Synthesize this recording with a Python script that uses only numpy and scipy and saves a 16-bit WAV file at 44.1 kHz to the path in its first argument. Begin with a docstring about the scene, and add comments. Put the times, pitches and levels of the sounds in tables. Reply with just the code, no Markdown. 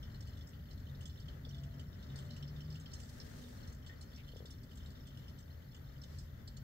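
"""Soft, wet ticks and patter: a thin stream of used oil falls into a plastic pan under a jacked-up car.
Splats and tiny bubbles excite the resonances of the hollow between pan and underbody.
Behind them lie the garage's low rumble, the hiss of moving air and a faint whine of mains harmonics.
A distant motor drones twice; clothing brushes and the grip creaks as the microphone is carried around."""
import sys
import numpy as np
from scipy import signal
from scipy.fft import rfft, irfft, next_fast_len
from scipy.io import wavfile
from scipy.ndimage import uniform_filter1d

SR = 44100
rng = np.random.default_rng(int(sys.argv[2]) if len(sys.argv) > 2 else 0)


def wrap_up_sound(samples):
    """Save the sound to the file named by the first command line argument, as 16-bit audio."""
    columns = np.atleast_2d(samples).T
    # keep every value between -1 and 1, then stretch to whole-number steps
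    tamed = np.clip(columns, -1, 1)
    steps = np.round(tamed * 32767).astype(np.int16)
    wavfile.write(sys.argv[1], SR, steps)


N = 292705
T = np.arange(N) / SR
MAINS_HZ, TOP_HZ = 60.014, 15750

# Levels in the tables are relative; each source applies its own gain.
# spectrum of the garage rumble: f/Hz, level/dB
RUMBLE_SPECTRUM = [(20, -23), (38, -5), (56, 0.5), (80, 5.5), (110, -3), (138, -2.5), (175, -12),
                   (240, -13), (290, -19), (340, -33.5), (390, -24.5), (470, -46)]
# envelope of the deep rumble: t/s, level/dB
DEEP_ENVELOPE = [(0.1, -47), (.5, -50), (1.8, -49.5), (2.5, -51.5), (3.9, -52), (5.8, -52), (6.6, -48.5)]
# envelope of the upper rumble: t/s, level/dB
UPPER_ENVELOPE = [(0, -61.5), (2.2, -58.5), (4.1, -63.5), (4.7, -60), (5.7, -65), (6.6, -62)]
# spectrum of moving air: f/Hz, left level/dB, right level/dB
AIR_SPECTRUM = [(99, 4, 0), (251, -5.5, -3.5), (426, -2.5, -7.5), (601, -2, -7), (709, -10, -13.5),
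                (1080, -12.5, -14), (1250, -6.5, -16), (1924, -5, -17), (2390, -17.5, -27),
                (3300, -17, -24.5), (6850, -23.5, -24.5), (9200, -54, -31.5)]
# envelope of moving air: t/s, level/dB
AIR_ENVELOPE = [(0.0, -70), (0.51, -71), (1.43, -70.5), (1.91, -71.5), (2.17, -67), (2.77, -71),
                (3.27, -68), (4.23, -72), (6.6, -71.5)]
# spectrum of the electric whine: f/Hz, left level/dB, right level/dB
WHINE_SPECTRUM = [(11050, -9, -9), (11650, -5, -6), (12100, -8, -8), (13200, -12, -9), (13800, -10, -3),
                  (14500, -9, 0), (15100, -10, -2), (15650, -11, -6)]
# envelope of the narrow background hum: t/s, level/dB
HUM_ENVELOPE = [(0, -76), (1, -54.5), (1.5, -66), (3.7, -64), (4.2, -62), (6.6, -54.5)]
# brief hums that rise out of the rumble: t/s, duration/s, f/Hz, level/dB
BRIEF_HUMS = [(1.748, 0.27, 170, -57), (2.17, 0.25, 587, -69), (1.4, 0.51, 670, -72.5),
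              (2.864, 1, 243.6, -60)]
# pulls of the distant motor: t/s, duration/s, starting f/Hz, glide/(Hz/s), level/dB
MOTOR_PULLS = [(1.3, 0.655, 139, -2, -51), (2.05, .83, 133, 29, -48.3)]
# strokes of clothing: t/s, duration/s, level/dB, centre f/Hz, bandwidth/Hz, grain depth/dB
CLOTH_STROKES = [(2.9, 0.35, -66, 5300, 5960, 2.5), (3.023, 0.71, -65, 4780, 7500, 1.7),
                 (3.403, 0.16, -63.5, 450, 201, 0), (3.874, 0.091, -60, 1870, 200, 3),
                 (4.163, 0.07, -62.5, 2560, 1400, 2), (6.034, 0.27, -69.5, 4350, 4650, 0)]
# slips of the grip: t/s, peak level/dB
GRIP_SLIPS = [(1.469, -55), (4.335, -54), (4.36, -52), (4.404, -51), (4.424, -54), (4.449, -54.5)]
# modes of the hollow between pan and underbody: f/Hz, bandwidth/Hz, level/dB
HOLLOW_MODES = [(2978, 147, 4.5), (3546, 236, 1.5), (4230, 200, 0.5), (4590, 170, 0), (5330, 450, 3.5),
                (6400, 460, -2.5), (7370, 260, 1), (7480, 170, -7), (9370, 230, -1.5)]
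# envelope of the stream, which swells, then thins as the sump empties: t/s, level/dB
STREAM_ENVELOPE = [(0, -75.5), (1.3, -75.5), (2.8, -72), (4.1, -71.5), (5.8, -73), (6.6, -78)]
# flurries in which the stream breaks into fine splatter: t/s, duration/s, level/dB
FLURRIES = [(0.136, 0.32, -71), (0.646, 0.1, -71), (0.847, 0.083, -65), (1.08, 0.2, -68),
            (1.467, 0.11, -64.5), (2.02, 0.28, -71.5), (5.01, 0.25, -72), (5.592, 0.22, -74)]
# drops that stand out of the trickle: t/s, level/dB, ring f/Hz, treble relative to that level/dB
DROPS = [(0.027, -67.5, 3160, -16), (0.143, -71, 4180, -13), (0.2055, -71.5, 5350, -3),
         (0.2705, -73.5, 3020, -5), (0.3703, -75.5, 3460, -4.5), (0.4086, -71.0, 3440, -13),
         (0.4695, -77.5, 5260, 3.5), (0.532, -75.5, 2980, -22), (0.709, -70.5, 4150, -9.5),
         (0.776, -76, 4190, -6), (0.9462, -75, 3620, -21), (1.0077, -69.5, 3010, -4.5),
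         (1.054, -65.5, 3350, -1.5), (1.095, -72.5, 3500, -16), (1.198, -72.5, 4500, -7),
         (1.281, -66, 3130, -14), (1.4478, -66.0, 3350, -20), (1.49, -72, 5700, -9),
         (1.5445, -69.5, 3440, -12), (1.58, -71, 3400, -10.5), (1.6334, -72.5, 2990, -5),
         (1.7936, -69, 3070, -5.5), (1.927, -74, 3650, -16), (2.0254, -71, 3650, -11),
         (2.0985, -72.5, 3630, -27), (2.157, -66, 4490, -5.5), (2.186, -69.5, 3050, -1.5),
         (2.249, -78, 3550, -2), (2.305, -66.5, 4050, -14), (2.333, -75, 4560, -15),
         (2.363, -69.0, 2990, -5), (2.4247, -64.5, 3080, -17), (2.477, -69.5, 5340, -17),
         (2.561, -72, 3540, -28), (2.604, -68, 3100, -11), (2.701, -69.5, 5030, -11),
         (2.725, -70, 5280, -10), (2.7545, -69, 2900, -8), (2.797, -77, 3100, 4.5), (2.857, -66, 3080, -19),
         (2.915, -70.5, 4300, -10), (2.934, -67, 5340, 2), (2.9982, -73.5, 2960, 4.5),
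         (3.0313, -73, 4660, 1), (3.2, -62.5, 5270, -21), (3.436, -72.5, 3630, -11),
         (3.6745, -72, 5650, -3.5), (3.7227, -79.5, 4540, 7), (3.8623, -69.5, 3230, -4.5),
         (4.0105, -68.5, 4300, -1), (4.16, -71.5, 5500, -7), (4.365, -71, 3250, -6), (4.455, -67, 3540, -7),
         (4.505, -68, 5470, -4), (4.63, -77.5, 4800, -3), (4.714, -75, 2980, -9), (4.7525, -82, 3370, 8),
         (4.771, -74.5, 3110, -5), (4.858, -72, 3700, -7), (4.9016, -75.5, 4270, -5),
         (4.9504, -73.5, 3640, -22), (5.0682, -72, 3100, -4), (5.171, -71, 3070, -9),
         (5.279, -69.5, 3040, -11), (5.386, -79.5, 3640, 5.5), (5.7452, -70.5, 3020, -5.5),
         (6.016, -69, 5510, -11), (6.034, -69, 3530, -4.5), (6.1843, -68.5, 5130, -1.5),
         (6.475, -65.5, 4550, -7.5), (6.5668, -71, 4430, -1.5)]


def undb(db):
    """Amplitude ratio of a level in decibels."""
    return 10 ** (np.asarray(db) / 20)


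def unit(x):
    """Normalisation to rms 1."""
    return x / np.sqrt(np.mean(x ** 2))


def curve(table):
    """Linear interpolation of (t/s, level/dB) points through time."""
    return np.interp(T, *np.transpose(table))


def swell(s, length_s):
    """Half-sine envelope that starts at time s."""
    return np.sin(np.pi * np.clip((T - s) / length_s, 0, 1))


def walk(rate_hz):
    """Random modulation: held values, smoothed twice, at rms 1."""
    hold = int(SR / rate_hz)
    steps = np.repeat(rng.standard_normal(N // hold + 1), hold)
    return unit(uniform_filter1d(uniform_filter1d(steps, hold), hold)[:N])


def contour(points, hz):
    """Spectral envelope: gain between (f/Hz, level/dB) points on a logarithmic frequency axis."""
    f, db = np.transpose(points)
    return undb(np.interp(np.log(hz + 1e-3), np.log(f), db))


def ears(table, f):
    """Binaural spectral envelope: one gain contour for each ear."""
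    return np.array([contour(np.array(table)[:, [0, ear]], f) for ear in (1, 2)])


def place(pan_db):
    """Interaural level difference: two gains, the left pan_db above the right."""
    return undb(np.array([[pan_db], [-pan_db]]) / 2)


def resonance(f, hz, width):
    """Complex response of a damped oscillator, gain 1 at its centre."""
    return 1j * f * width / (hz ** 2 - f ** 2 + 1j * f * width)


def causal(gain):
    """Minimum phase: the response with this gain that rings only after it is struck."""
    cepstrum = irfft(np.log(gain + 1e-4))
    folded = np.r_[cepstrum[0], 2 * cepstrum[1:len(cepstrum) // 2]]
    return np.exp(rfft(folded, len(cepstrum)))


def shape(x, response):
    """Linear filtering: the spectrum of x is multiplied by response(f)."""
    n = next_fast_len(x.shape[-1])
    f = np.arange(n // 2 + 1) * SR / n
    return irfft(rfft(x, n) * response(f), n)[..., :x.shape[-1]]


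def rumble(split_hz=140, upper_gain_db=3, apart=0.068):
    """Long waves reach both ears nearly alike; two bands of room noise swell separately."""
    noise = rng.standard_normal(N) + apart * rng.standard_normal((2, N))
    noise = shape(noise, lambda f: contour(RUMBLE_SPECTRUM, f) * (f < RUMBLE_SPECTRUM[-1][0]))
    deep = shape(noise, lambda f: 1 / (1 + (f / split_hz) ** 10))
    upper = unit(noise - deep) * undb(curve(UPPER_ENVELOPE) + upper_gain_db)
    return unit(deep) * undb(curve(DEEP_ENVELOPE)) + upper


def air(split_hz=900, rush_db=9, hiss_db=3.5, flicker_db=1.0):
    """Broadband flow noise: a low rush and a smooth hiss share one envelope, stronger on the left."""
    noise = shape(rng.standard_normal((2, N)), lambda f: ears(AIR_SPECTRUM, f))
    rush = shape(noise, lambda f: 1 / (1 + (f / split_hz) ** 10))
    draught = unit(rush) * undb(rush_db) + unit(noise - rush) * undb(hiss_db)
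    return draught * undb(curve(AIR_ENVELOPE) + flicker_db * walk(19))


def whine(level_db=-74.3, waver_db=0.3, haze_db=-6, paths=4, size=2 ** 13):
    """Multipath interference: high mains harmonics waver as their paths shift, in a haze of noise."""
    colour = lambda f: ears(WHINE_SPECTRUM, f) * (f > WHINE_SPECTRUM[0][0]) * (f < TOP_HZ)
    harmonic_hz = np.arange(size // 2 + 1) * MAINS_HZ
    position = T * MAINS_HZ % 1 * size  # within one mains period of `size` points
    lines = 0
    for _ in range(paths):
        phases = np.exp(2j * np.pi * rng.random((2, len(harmonic_hz))))
        cycles = irfft(colour(harmonic_hz) * phases)
        arrival = np.array([np.interp(position, np.arange(size), cycle) for cycle in cycles])
        lines = lines + walk(0.76) * arrival
    lines /= np.sqrt(uniform_filter1d(np.mean(lines ** 2, axis=0), SR // 10))  # the total stays even
    haze = unit(shape(rng.standard_normal((2, N)), colour))
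    return unit(lines + undb(haze_db) * haze) * undb(level_db + waver_db * walk(12))


def hums(hz=136, width_hz=10):
    """Narrow-band noise is heard as a hum; brief pure tones swell and fade beside it."""
    band = unit(shape(rng.standard_normal(N), lambda f: resonance(f, hz, width_hz) ** 2))
    tones = sum(undb(db) * swell(s, length_s) * np.sin(2 * np.pi * tone_hz * T)
                for s, length_s, tone_hz, db in BRIEF_HUMS)
    return undb(curve(HUM_ENVELOPE)) * band + np.sqrt(2) * tones


def motor(attack_s=0.05, release_s=0.14, waver_db=1.2):
    """Linear frequency glide: a distant motor pulls twice, climbing in pitch the second time."""
    drone = 0
    for s, length_s, hz, glide, db in MOTOR_PULLS:
        t = T - s
        envelope = np.clip(np.minimum(t / attack_s, (length_s - t) / release_s), 0, 1)
        drone = drone + undb(db) * envelope * np.sin(2 * np.pi * (hz + glide * t / 2) * t)
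    return np.sqrt(2) * drone * undb(waver_db * walk(12))


def brushes(pan_db=-0.5):
    """Sliding friction: cloth gives soft swells of grainy noise as it catches and slips."""
    out = 0
    for s, length_s, db, hz, width, grain_db in CLOTH_STROKES:
        stroke = swell(s, length_s)
        rub = shape(rng.standard_normal((2, N)), lambda f: resonance(f, hz, width) ** 2)
        rub *= undb(grain_db * walk(140))
        out = out + unit(rub * stroke) * np.sqrt(np.mean(stroke ** 2)) * undb(db)
    return out * place(pan_db)


def creaks(body_hz=450, width_hz=290, gain_db=3, pan_db=10):
    """Stick-slip: each slip of the fingers excites a dull, quickly damped knock in the housing."""
    slips = np.zeros(N)
    for s, db in GRIP_SLIPS:
        slips[int(s * SR)] = undb(db)
    knocks = shape(slips, lambda f: resonance(f, body_hz, width_hz) ** 3)
    return knocks * slips.max() / np.abs(knocks).max() * undb(gain_db) * place(pan_db)


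def hollow(f, bed_db=-13, low_hz=2700, edge_hz=9300):
    """Cavity resonance: modes over the oil add in power to a treble bed; the pan wall shades the top."""
    modes = sum(np.abs(undb(db) * resonance(f, hz, width)) ** 2 for hz, width, db in HOLLOW_MODES)
    bed = undb(bed_db) ** 2 * np.abs(resonance(f, 5400, 4200)) ** 6
    edge_loss = (1 + (f / edge_hz) ** 16) * (1 + (low_hz / (f + 1)) ** 20)
    return causal(np.sqrt(modes + bed) / edge_loss)


def scatter(t, direct=4, build_s=.0006, early_s=.006, tail_s=.06, tail_db=-19, apart=.85):
    """Impulse response at each ear: direct sound, quick reflections under the car, a faint garage tail."""
    flutter = rng.standard_normal(len(t)) + apart * rng.standard_normal((2, len(t)))
    decay = np.exp(-t / early_s) + undb(tail_db) * np.exp(-t / tail_s)
    echoes = flutter * (1 - np.exp(-t / build_s)) * decay
    echoes[:, 0] += direct
    echoes[0] = np.roll(echoes[0], 21)  # the left ear is half a millisecond further from the pan
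    return echoes


def bubble(t, hz, ring_s=0.0018, rise=3):
    """Damped oscillation: a tiny cavity in the oil rings, rising slightly in pitch."""
    return np.sin(2 * np.pi * hz * t * (1 + rise * t)) * np.exp(-t / ring_s)


def splat(t, swell_s):
    """Viscous impact: a drop spreads and tears in a rough push a few milliseconds long."""
    return unit(rng.standard_normal(len(t)) * t * np.exp(-t / swell_s))


def spray(t, count=7, within_s=.024, tick_s=.0012):
    """Secondary impacts: fine droplets thrown up by a drop fall back just after it."""
    ticks = sum(size * (t > within_s * late) * np.exp(-np.abs(t - within_s * late) / tick_s)
                for late, size in rng.random((count, 2)))
    return unit(shape(ticks * rng.standard_normal(len(t)), lambda f: resonance(f, 3800, 4000)))


def bursts(count, low_hz=3050, high_hz=5500):
    """Random point process: times and pitches of bubbles that burst at uneven intervals."""
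    late, pitch = rng.random((count, 2)).T
    times = (np.arange(count) + 2 * late) / (count + 1) * N / SR
    return times, low_hz * (high_hz / low_hz) ** (pitch ** 2.2)  # most ring near the low end


def patter(count=800, range_db=9, ring_s=.002, splat_s=.0016, sputter_db=3, pan_db=-2):
    """Superposition: bubbles and splats merge where the stream lands and keep the hollow ringing."""
    t = np.arange(SR // 40) / SR
    pops = np.zeros(N + len(t))
    for s, hz, size in zip(*bursts(count), rng.random(count)):
        start = int(s * SR)
        pop = unit(bubble(t, hz, ring_s)) + splat(t, splat_s)
        pops[start:start + len(t)] += undb(range_db * size) * pop
    echoes = scatter(np.arange(SR // 5) / SR)
    wet = signal.fftconvolve(pops[None, :N], echoes, axes=1)[:, :N]
    stream = undb(curve(STREAM_ENVELOPE) + sputter_db * walk(21.96))
    flurries = sum(undb(db) * swell(s, length_s) for s, length_s, db in FLURRIES)
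    return unit(shape(wet, hollow)) * np.hypot(stream, flurries) * place(pan_db)


def drips(gain_db=1.5, ring_db=1, spray_db=-6.5, typical_db=-68, swell_s=0.00078, pan_db=-2.5):
    """Impact excitation: each drop rings several modes of the hollow at once and traps a bubble."""
    t = np.arange(SR // 10) / SR
    body = lambda f: 1 / (1 + (f / 6000) ** 14)  # the band below the treble snap
    out = np.zeros((2, N + len(t)))
    for s, db, hz, treble_db in DROPS:
        echoes = scatter(t)

        def heard(x, colour):
            """Convolution carries x to both ears, filtered and at rms 1."""
            return unit(shape(signal.fftconvolve(x[None], echoes, axes=1), colour)[:, :len(t)])

        softness = undb(0.5 * (typical_db - db))  # weak drops land more softly, with more spray
        splash = splat(t, swell_s * softness) + undb(spray_db) * softness * spray(t)
        ring = heard(bubble(t, hz), lambda f: resonance(f, hz, hz / 4))
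        wet = heard(splash, lambda f: hollow(f) ** 2 * body(f) * resonance(f, hz, hz))
        snap = heard(splash, lambda f: hollow(f) * (1 - body(f)))
        drop = unit(wet + undb(ring_db) * ring) + undb(treble_db) * snap
        start = int(s * SR)
        out[:, start:start + len(t)] += undb(db + gain_db) * drop
    return out[:, :N] * place(pan_db)


def scene():
    """Sound pressures add: the garage, the oil in the pan and the handling."""
    lows = (rumble() + hums() + motor()) * place(pan_db=1.3)
    return lows + drips() + patter() + air() + whine() + brushes() + creaks()


def record(dry):
    """Frequency response: the microphone dips in the high treble and the recorder cuts the top."""
    dip_hz, width_hz, depth = 10300, 1200, .55
    coloured = shape(dry, lambda f: 1 - depth * resonance(f, dip_hz, width_hz))
    return signal.sosfilt(signal.ellip(10, .2, 70, TOP_HZ, fs=SR, output="sos"), coloured)


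dry = scene()
out = record(dry)
wrap_up_sound(out)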